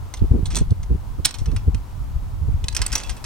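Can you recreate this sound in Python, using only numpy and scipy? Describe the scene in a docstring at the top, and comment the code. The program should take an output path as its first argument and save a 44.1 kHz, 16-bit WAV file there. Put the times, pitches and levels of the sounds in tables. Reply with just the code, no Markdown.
"""Golf clubs click and chatter as they are sorted in a bag on a cart, a few metres to the right of the mic.
Heads and shafts knock together and ring, and one club scrapes along the bag as it is drawn out.
The place is open grass, with only a thin echo. Close up, a breeze rumbles and puffs on the two
microphone ports; far off lies a soft hush of trees and air."""
import sys
import numpy as np
from scipy import signal
from scipy.fft import rfft, irfft, next_fast_len
from scipy.io import wavfile
from scipy.ndimage import uniform_filter1d, minimum_filter1d, map_coordinates

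SR = 44100
rng = np.random.default_rng(int(sys.argv[2]) if len(sys.argv) > 2 else 0)


def put_to_file(sound):
    """Save the sound as 16-bit audio at rate SR, in the file named by the first command-line argument."""
    columns = np.atleast_2d(sound).T  # one column per channel
    safe = np.clip(columns, -1, 1)
    whole_steps = np.round(safe * 32767)
    wavfile.write(sys.argv[1], SR, whole_steps.astype(np.int16))


N = 143325

# The hollow body of shafts and bag. Each row: frequency in Hz, relative level in dB.
HOLLOW_SPECTRUM = [(200, 5), (500, -9), (1000, 2), (1500, -1.5), (2200, -0.5), (3200, -5), (6000, 0),
                   (11000, -71)]
HOLLOW_DB = -12
# A loose shaft that rings on. Each row: pitch in Hz, relative level in dB, t60 in seconds.
SHAFT_MODES = [(2655, 0.5, 0.096), (3380, -6, 0.16), (5900, -11, .17)]


def amp(db):
    """Decibels to gain."""
    return 10 ** (np.asarray(db) / 20)


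def unit_rms(x):
    """Scale to rms 1."""
    return x / np.sqrt(np.mean(x ** 2) + 1e-20)


def unit_energy(x):
    """Scale to energy 1."""
    return x / np.sqrt(np.sum(x ** 2) + 1e-20)


def along(points, hz):
    """Read (Hz, value) points on a log frequency axis."""
    point_hz, values = np.transpose(points)
    return np.interp(np.log(hz + 1), np.log(point_hz + 1), values)


def curve(points):
    """Join (seconds, value) points into one value per sample."""
    return np.interp(np.arange(N) / SR, *np.transpose(points))


def sides(db):
    """Left and right gains for a left-minus-right level difference."""
    return amp(np.array([[.5], [-.5]]) * db)


def filtered(x, response):
    """Multiply the spectrum of x by response(hz)."""
    n = x.shape[-1]
    size = next_fast_len(2 * n)
    return irfft(rfft(x, size) * response(np.fft.rfftfreq(size, 1 / SR)), size)[..., :n]


def coloured(x, points):
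    """Minimum-phase filter of (Hz, dB) shape: nothing sounds ahead of a hit."""
    size = 2048
    cepstrum = irfft(np.log(amp(along(points, np.fft.rfftfreq(size, 1 / SR)))))
    cepstrum[1:size // 2] *= 2
    cepstrum[size // 2 + 1:] = 0
    return signal.fftconvolve(x, irfft(np.exp(rfft(cepstrum))))[:len(x)]


def add(track, start_s, sound):
    """Mix a sound into the track."""
    i = max(round(start_s * SR), 0)
    n = max(min(sound.shape[-1], N - i), 0)
    track[..., i:i + n] += sound[..., :n]


def fade(t, t60):
    """Decay that falls 60 dB in t60 seconds."""
    return np.exp(-np.log(1000) * t / t60)


def stereo_noise(spectrum, alike):
    """Shaped noise of rms 1; alike is the share of power common to both sides."""
    white = rng.standard_normal((3, N))
    pair = np.sqrt(1 - alike) * white[:2] + np.sqrt(alike) * white[2]
    return unit_rms(filtered(pair, lambda hz: amp(along(spectrum, hz))))


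def distant_hush():
    """Trees and air far from the microphone, mostly from the open left."""
    # Colour of the hush. Each row: frequency in Hz, relative level in dB.
    spectrum = [(150, -2), (250, -0.5), (302, -6), (600, -8.5), (961, -4), (1700, -16.5), (1850, -17),
                (2710, -19.5), (15500, -28)]
    # Its slow drift. Each row: time in seconds, level in dB.
    levels = [(0, -45.5), (.45, -45.5), (.8, -47.5), (1.1, -46), (1.9, -46), (2.5, -46.5), (3.25, -42)]
    # Its lean to the left. Each row: frequency in Hz, left minus right in dB.
    balance = [(200, 4), (700, 5.5), (1300, 4), (2400, -1), (8000, 0)]
    air = filtered(stereo_noise(spectrum, alike=0.31), lambda hz: sides(along(balance, hz)))
    return amp(curve(levels)) * unit_rms(air)


def wind_on_mic():
    """A breeze rumbles on each port; puffs swing the pressure to and fro and flutter higher up."""
    # Strength of the breeze. 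Each row: time in seconds, level in dB.
    breeze = [(0, -24), (.14, -35.5), (.25, -24), (.46, -24.5), (.55, -24.5), (.8, -25), (.86, -27),
              (1.1, -25), (1.3, -33), (1.55, -20), (1.85, -29.5), (2.1, -23), (2.3, -24.5), (2.55, -21.5),
              (2.73, -28.5), (3.2, -32.5)]
    # Puffs on the ports. Each row: centre and half-length in seconds, swing rate in Hz,
    # swing level in dB, flutter level in dB, left minus right in dB.
    puffs = [(0.223, 0.0044, 82.5, -8.5, -24, -7), (.245, 0.0075, 54.6, -11.5, -25, 4.5),
             (.316, 0.0045, 70.5, -4.5, -21, 3.5), (0.351, 0.014, 55, -14.5, -19.5, 4),
             (.396, 0.011, 62, -19.5, -27.5, -1), (.432, 0.0051, 70, -16, -29.5, -4.5),
             (0.571, 0.029, 53, -24, -33, -7), (.618, 0.005, 76, -8, -21, -1),
             (0.72, 0.0061, 90, -7.5, -23, -1.5), (0.918, 0.013, 57.5, -11.5, -24, -2.5),
             (0.953, 0.0062, 67, -18, -29.5, 7.5), (1.196, 0.0065, 70, -20, -33.5, -10),
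             (1.42, 0.0041, 64.5, -15, -33.5, 0), (1.486, 0.011, 73.3, -16, -30, 0),
             (1.534, 0.011, 49.6, -18.5, -28.5, -7), (1.683, 0.0084, 73, -8.5, -26, 2.5),
             (1.75, 0.0049, 68.6, -17, -30, -7), (2.166, 0.008, 65, -17, -46, 6),
             (2.43, 0.013, 74.3, -20, -44.5, -8), (2.488, 0.004, 70, -15.5, -33.5, 7.5),
             (2.545, 0.0032, 55, -13.5, -47, 8.5), (2.644, 0.0036, 65, -17.5, -35.5, 2.5),
             (2.815, 0.013, 54.6, -17, -35.5, -4)]
    # Colours of the rumble and the flutter. Each row: frequency in Hz, relative level in dB.
    rumble_spectrum = [(10, -12), (25, -7), (45, 0.5), (70, -5.5), (100, -7.5), (140, -16), (200, -29.5),
                       (350, -39), (700, -87), (2000, -120)]
    flutter_spectrum = [(70, -10), (130, 4), (290, 1), (460, -7), (600, -21.5), (1000, -31.5), (2500, -78),
                        (6000, -120)]
    waver_db, waver_per_s, ports_alike = 4, 16, 0.26
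    t = np.arange(N) / SR
    knots = rng.standard_normal((2, 256))
    waver = np.array([map_coordinates(port, [t * waver_per_s], mode="wrap") for port in knots])
    rumble = amp(waver_db * waver) * stereo_noise(rumble_spectrum, ports_alike)
    out = amp(curve(breeze)) * unit_rms(rumble)
    flutter = stereo_noise(flutter_spectrum, ports_alike)
    for centre_s, half_s, swing_hz, swing_db, flutter_db, pan_db in puffs:
        swell = np.exp(-.5 * ((t - centre_s) / half_s) ** 2)
        phase = rng.uniform(0, 2 * np.pi) + 0.8 * rng.standard_normal((2, 1))  # differs at each port
        angle = 2 * np.pi * swing_hz * (t - centre_s) + phase
        swing = np.sin(angle) + amp(-11) * np.sin(2 * angle)  # a lopsided swing adds its octave
        for air, db in (swing, swing_db), (flutter, flutter_db):
            puff = np.linalg.norm(swell) * np.array([unit_energy(port * swell) for port in air])
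            out += amp(db) * sides(pan_db) * puff
    return out


def with_echo(x):
    """A mono sound plus thin stereo scatter from the cart and trees, new for every sound."""
    # Decay of the scatter. Each row: frequency in Hz, t60 in seconds.
    decay = [(300, .25), (1500, .26), (5000, .17), (9000, .1), (14000, .06)]
    echo_db, build_s = -19, 0.013
    hz, frame_s, bands = signal.stft(rng.standard_normal((2, SR // 2)), SR, nperseg=256)
    tail = signal.istft(bands * fade(frame_s, along(decay, hz)[:, None]), SR, nperseg=256)[1]
    t = np.arange(tail.shape[1]) / SR
    tail *= 1 - np.exp(-(t / build_s) ** 2)
    tail /= np.linalg.norm(tail[0])
    return x + amp(echo_db) * signal.fftconvolve(x[None], tail, axes=1)[:, :len(x)]


def ringing(modes):
    """Free decay of (Hz, dB, t60 seconds) modes after one knock."""
    t = np.arange(SR // 4) / SR
    return sum(amp(db) * fade(t, t60) * np.sin(2 * np.pi * hz * t) for hz, db, t60 in modes)


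def shaft_slides():
    """A sliding shaft rubs and makes tiny contacts that sound through clubs and bag and keep it ringing."""
    # Slides along the bag. Each row: start and length in seconds, level in dB, hollow body trim in dB.
    slides = [(0.509, 0.036, -41.5, -9), (0.55, 0.034, -40.5, 14), (2.772, 0.071, -43.5, 17.5),
              (2.86, 0.11, -48, 18.5), (2.946, 0.074, -39, 4), (3.023, 0.094, -48, -2)]
    # Colour of the scrape. Each row: frequency in Hz, relative level in dB.
    scrape_spectrum = [(600, -4), (1500, -12.5), (2500, -1.5), (3600, -6), (5800, 0.5), (7000, -3.5),
                       (8800, -9), (11000, -21), (13500, -40)]
    rise_s, fall_s = 0.0015, 0.022
    taps_per_s, tap_spread_db, rub_db, ring_db = 400, 6.5, -3.5, -12
    out, t = np.zeros((2, N)), np.arange(SR // 2) / SR
    for start_s, length_s, db, trim_db in slides:
        taps = (rng.random(len(t)) < taps_per_s / SR) * amp(tap_spread_db * rng.standard_normal(len(t)))
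        friction = unit_rms(unit_rms(taps) + amp(rub_db) * rng.standard_normal(len(t)))
        stroke = (1 - np.exp(-t / rise_s)) * np.exp(-np.maximum(t - length_s, 0) / fall_s)
        scrape = unit_rms(coloured(friction, scrape_spectrum))
        hollow = amp(HOLLOW_DB + trim_db) * unit_rms(coloured(friction, HOLLOW_SPECTRUM))
        ring = signal.fftconvolve(stroke * friction, ringing(SHAFT_MODES))[:len(t)]
        ring = amp(ring_db) * np.linalg.norm(stroke) * unit_energy(ring)
        add(out, start_s, amp(db) * with_echo(stroke * (scrape + hollow) + ring))
    return out


def club_rings():
    """The pitched notes: one head clinks clearly, and a loose shaft rings on after some knocks."""
    # The clinking head. Each row: pitch in Hz, relative level in dB, t60 in seconds.
    head_modes = [(1024, -3.5, 0.071), (2070, 0, 0.05), (4210, 0, 0.034), (6240, 0, 0.068),
                  (8550, 5.5, 0.027), (2810, -16, .22), (5696, -10, 0.21)]
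    # Knocks on the loose shaft. Each row: start in seconds, level in dB.
    knocks = [(1.486, -48), (1.516, -54), (1.564, -42.5), (2.954, -35), (3.045, -37.5), (3.094, -43),
              (3.169, -47.5)]
    out = np.zeros((2, N))
    add(out, start_s=.139, sound=amp(-35.5) * with_echo(ringing(head_modes)))
    for start_s, db in knocks:
        add(out, start_s, amp(db) * with_echo(ringing(SHAFT_MODES)))
    return out


def club_body(t, noise, t60):
    """A struck club's hollow knock and the faint ring of its steel head, a little detuned each time."""
    # Lasting ring of the heads. Each row: pitch in Hz, relative level in dB, t60 in seconds.
    steel_modes = [(2085, -1, 0.11), (2530, 11, 0.083), (2630, -1, 0.12), (2710, -22, 0.14),
                   (3100, 1.5, 0.16), (4200, -4, 0.19), (5230, 5, 0.2), (6300, -7, 0.22)]
    steel_db, scatter_db = -24, 2
    hollow = unit_energy(coloured(noise * (fade(t, t60) + fade(t, 2 * t60)), HOLLOW_SPECTRUM))
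    mode_hz, mode_db, mode_t60 = np.transpose(steel_modes)
    mode_hz = mode_hz * (1 + 0.012 * rng.uniform(-1.32, 1))
    mode_db = mode_db + scatter_db * rng.standard_normal(len(mode_db))
    steel = unit_energy(ringing(zip(mode_hz, mode_db, mode_t60)))
    return amp(HOLLOW_DB) * hollow + amp(steel_db) * steel


def club_clicks():
    """Clubs knock together: each contact is a clack, a damped resonance, a bright tick and the body."""
    # The contacts. Each row: start in seconds, level in dB, ring pitch in Hz, ring over clack in dB,
    # body trim in dB, t60 of the ring-off in seconds.
    contacts = [(.139, -30, 6400, -1, 11.5, 0.028), (.1712, -38.5, 3700, 0, -7, 0.06),
                (0.193, -45, 3900, 14, 10, 0.013), (0.4564, -27.5, 3720, 0.5, 5.5, 0.051),
                (0.466, -35.5, 6500, 0, -10, 0.05), (0.504, -30, 5600, -25, 15, 0.12),
                (0.5556, -19, 6170, -0.5, -10, 0.021), (0.5664, -17.5, 6230, -1, 2.5, 0.035),
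                (0.572, -25.5, 8400, 19, 5, 0.022), (.586, -24.5, 7600, -8, 3, 0.037),
                (0.604, -38, 8000, -10, -3, 0.039), (0.7068, -39.5, 4360, -1, -20, 0.03),
                (0.8315, -38, 6200, 2, 9.5, 0.025), (1.2481, -18, 3400, -10, 2, 0.02),
                (1.2513, -8.5, 5450, 1.5, -10, 0.019), (1.2563, -8, 8400, 2, -6, 0.012),
                (1.2647, -23, 3600, -1, 12, 0.024), (1.291, -33, 5470, -4, 2, 0.014),
                (1.309, -29, 7900, -4, 4, 0.016), (1.342, -27.5, 3470, -4, 6.5, 0.053),
                (1.386, -33, 6040, -5, 1, 0.12), (1.4584, -33, 5740, -2, 9.5, 0.038),
                (1.516, -40.5, 3500, -6, 15, 0.028), (1.563, -28.5, 2630, -7, 11.5, 0.032),
                (1.7466, -33.5, 2500, -1.5, -24, 0.021), (2.6416, -30, 3230, 0, 7.5, 0.019),
                (2.684, -18.5, 4230, -1.5, -10, 0.018), (2.7261, -35.5, 5500, -12, 5, 0.023),
                (2.749, -22, 9300, -8, -6, 0.029), (2.7656, -14, 5530, -3, -5, 0.029),
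                (2.8175, -16, 4550, -1.5, 5.5, 0.033), (2.8642, -16, 8300, 4.5, -4, 0.015),
                (2.8797, -37, 7100, 16, 5, 0.015), (2.919, -28, 5330, -8, -2, 0.022),
                (2.9272, -19.5, 5460, 0.5, -9, 0.025), (2.932, -22.5, 5760, -13, 7.5, 0.12),
                (2.954, -11.5, 5800, 5.5, 0, 0.031), (2.9794, -24.5, 5900, -6, -3, 0.033),
                (3.0348, -31.5, 3800, -2, 0, 0.018), (3.095, -24, 3320, -6.5, 5.5, 0.081),
                (3.1668, -37.5, 8700, 2, 12, 0.058), (3.242, -25, 4430, -8, 10, 0.084)]
    # Different parts touch during the rummaging, the hard snap and the drawing of the club;
    # the tick is the bright edge of any contact. Each row: frequency in Hz, relative level in dB.
    rummage_spectrum = [(880, -24), (1500, -25), (1870, -23), (2560, -28), (2720, -18), (3550, 2),
                        (3880, -5), (4240, -2.5), (4870, -15.5), (6120, 0), (6890, -6), (8570, -1),
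                        (10300, -12), (11300, -56), (16000, -57)]
    snap_spectrum = [(880, -20.5), (1500, -7), (1690, -12), (2370, -9.5), (3180, -2), (3920, -3.5),
                     (4240, -0.5), (4830, -9), (5540, 2.5), (6830, -5.5), (8490, -2.5), (11000, -15.5),
                     (16000, -33)]
    draw_spectrum = [(880, -24.5), (1500, -9.5), (1620, -4), (1780, -11), (2060, -1.5), (2320, -17),
                     (2510, 1.5), (2740, -10), (3310, -3), (3960, -10.5), (4420, -2.5), (4780, -3),
                     (5830, 1), (6180, 3.5), (6830, -6.5), (8080, 0), (10200, -9.5), (11100, -8),
                     (12500, -56), (13900, -58), (16000, -94)]
    tick_spectrum = [(2000, -20), (12000, -4), (15500, -1)]
    snap_from_s, draw_from_s, ring_width_hz = 1.0, 2.5, 590
    hard_contact_db, hard_tick_db = -10, -23
    bounce_s, bounce_db = .0028, -5.5  # reflection off the ground
    level_window = .003 * SR  # a contact's level is its energy spread over 3 ms
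    out, t = np.zeros((2, N)), np.arange(SR // 4) / SR
    push = amp(-7) * (t == 0)  # the clean first impulse, ahead of the dense ring-off
    for start_s, db, ring_hz, ring_db, body_db, t60 in contacts:
        spectrum = (rummage_spectrum if start_s < snap_from_s else
                    snap_spectrum if start_s < draw_from_s else draw_spectrum)
        clack_noise, ring_noise, body_noise = rng.choice([-1, 1], (3, len(t)))
        clack = unit_energy(coloured(push + unit_energy(clack_noise * fade(t, t60)), spectrum))
        resonance = lambda hz: 1j * hz * ring_width_hz / (ring_hz**2 - hz**2 + 1j * hz * ring_width_hz)
        ring = unit_energy(filtered(push + unit_energy(ring_noise * fade(t, t60)), resonance))
        tick = unit_energy(coloured(ring_noise * fade(t, t60=.005), tick_spectrum))
        tick_db = hard_tick_db + 0.44 * (db - hard_contact_db)  # harder contacts are brighter
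        body = club_body(t, body_noise, t60)
        hit = unit_energy(clack + amp(ring_db) * ring) + amp(tick_db) * tick + amp(body_db) * body
        delay = round(bounce_s * SR * rng.uniform(0.71, 1.2))
        bounce = amp(bounce_db) * np.pad(hit, (delay, 0))[:len(t)]
        add(out, start_s, amp(db) * np.sqrt(level_window) * with_echo(unit_energy(hit + bounce)))
    return out


def scene():
    """The clubs reach the two ports at different levels and phases; wind and hush surround them."""
    # The clubs' place on the right. Each row: frequency in Hz, left minus right in dB.
    balance = [(300, -9), (1300, -9.5), (2400, -4.5), (4400, -5.5), (8100, 1), (13000, 0.5)]
    # Phase between the ports. Each row: frequency in Hz, lead of the left in radians.
    lead = [(100, 0), (2500, .65), (4500, 1.25), (5600, 1.15), (6750, 1.7), (8100, 1.1), (10500, 1.6),
            (12800, 1.9), (14500, 1.0)]
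    ports = lambda hz: sides(along(balance, hz)) * np.exp(np.array([[.5j], [-.5j]]) * along(lead, hz))
    clubs = club_clicks() + club_rings() + shaft_slides()
    return filtered(clubs, ports) + wind_on_mic() + distant_hush()


def record(dry):
    """A fast limiter turns down the peaks, then the top of the treble is cut off."""
    ceiling, window, top_hz = .98, round(.002 * SR), 15900
    needed = ceiling / np.maximum(np.abs(dry), ceiling)
    gain = uniform_filter1d(minimum_filter1d(needed, window, axis=1), window, axis=1)
    return filtered(dry * gain, lambda hz: hz < top_hz)


dry = scene()
out = record(dry)
put_to_file(out)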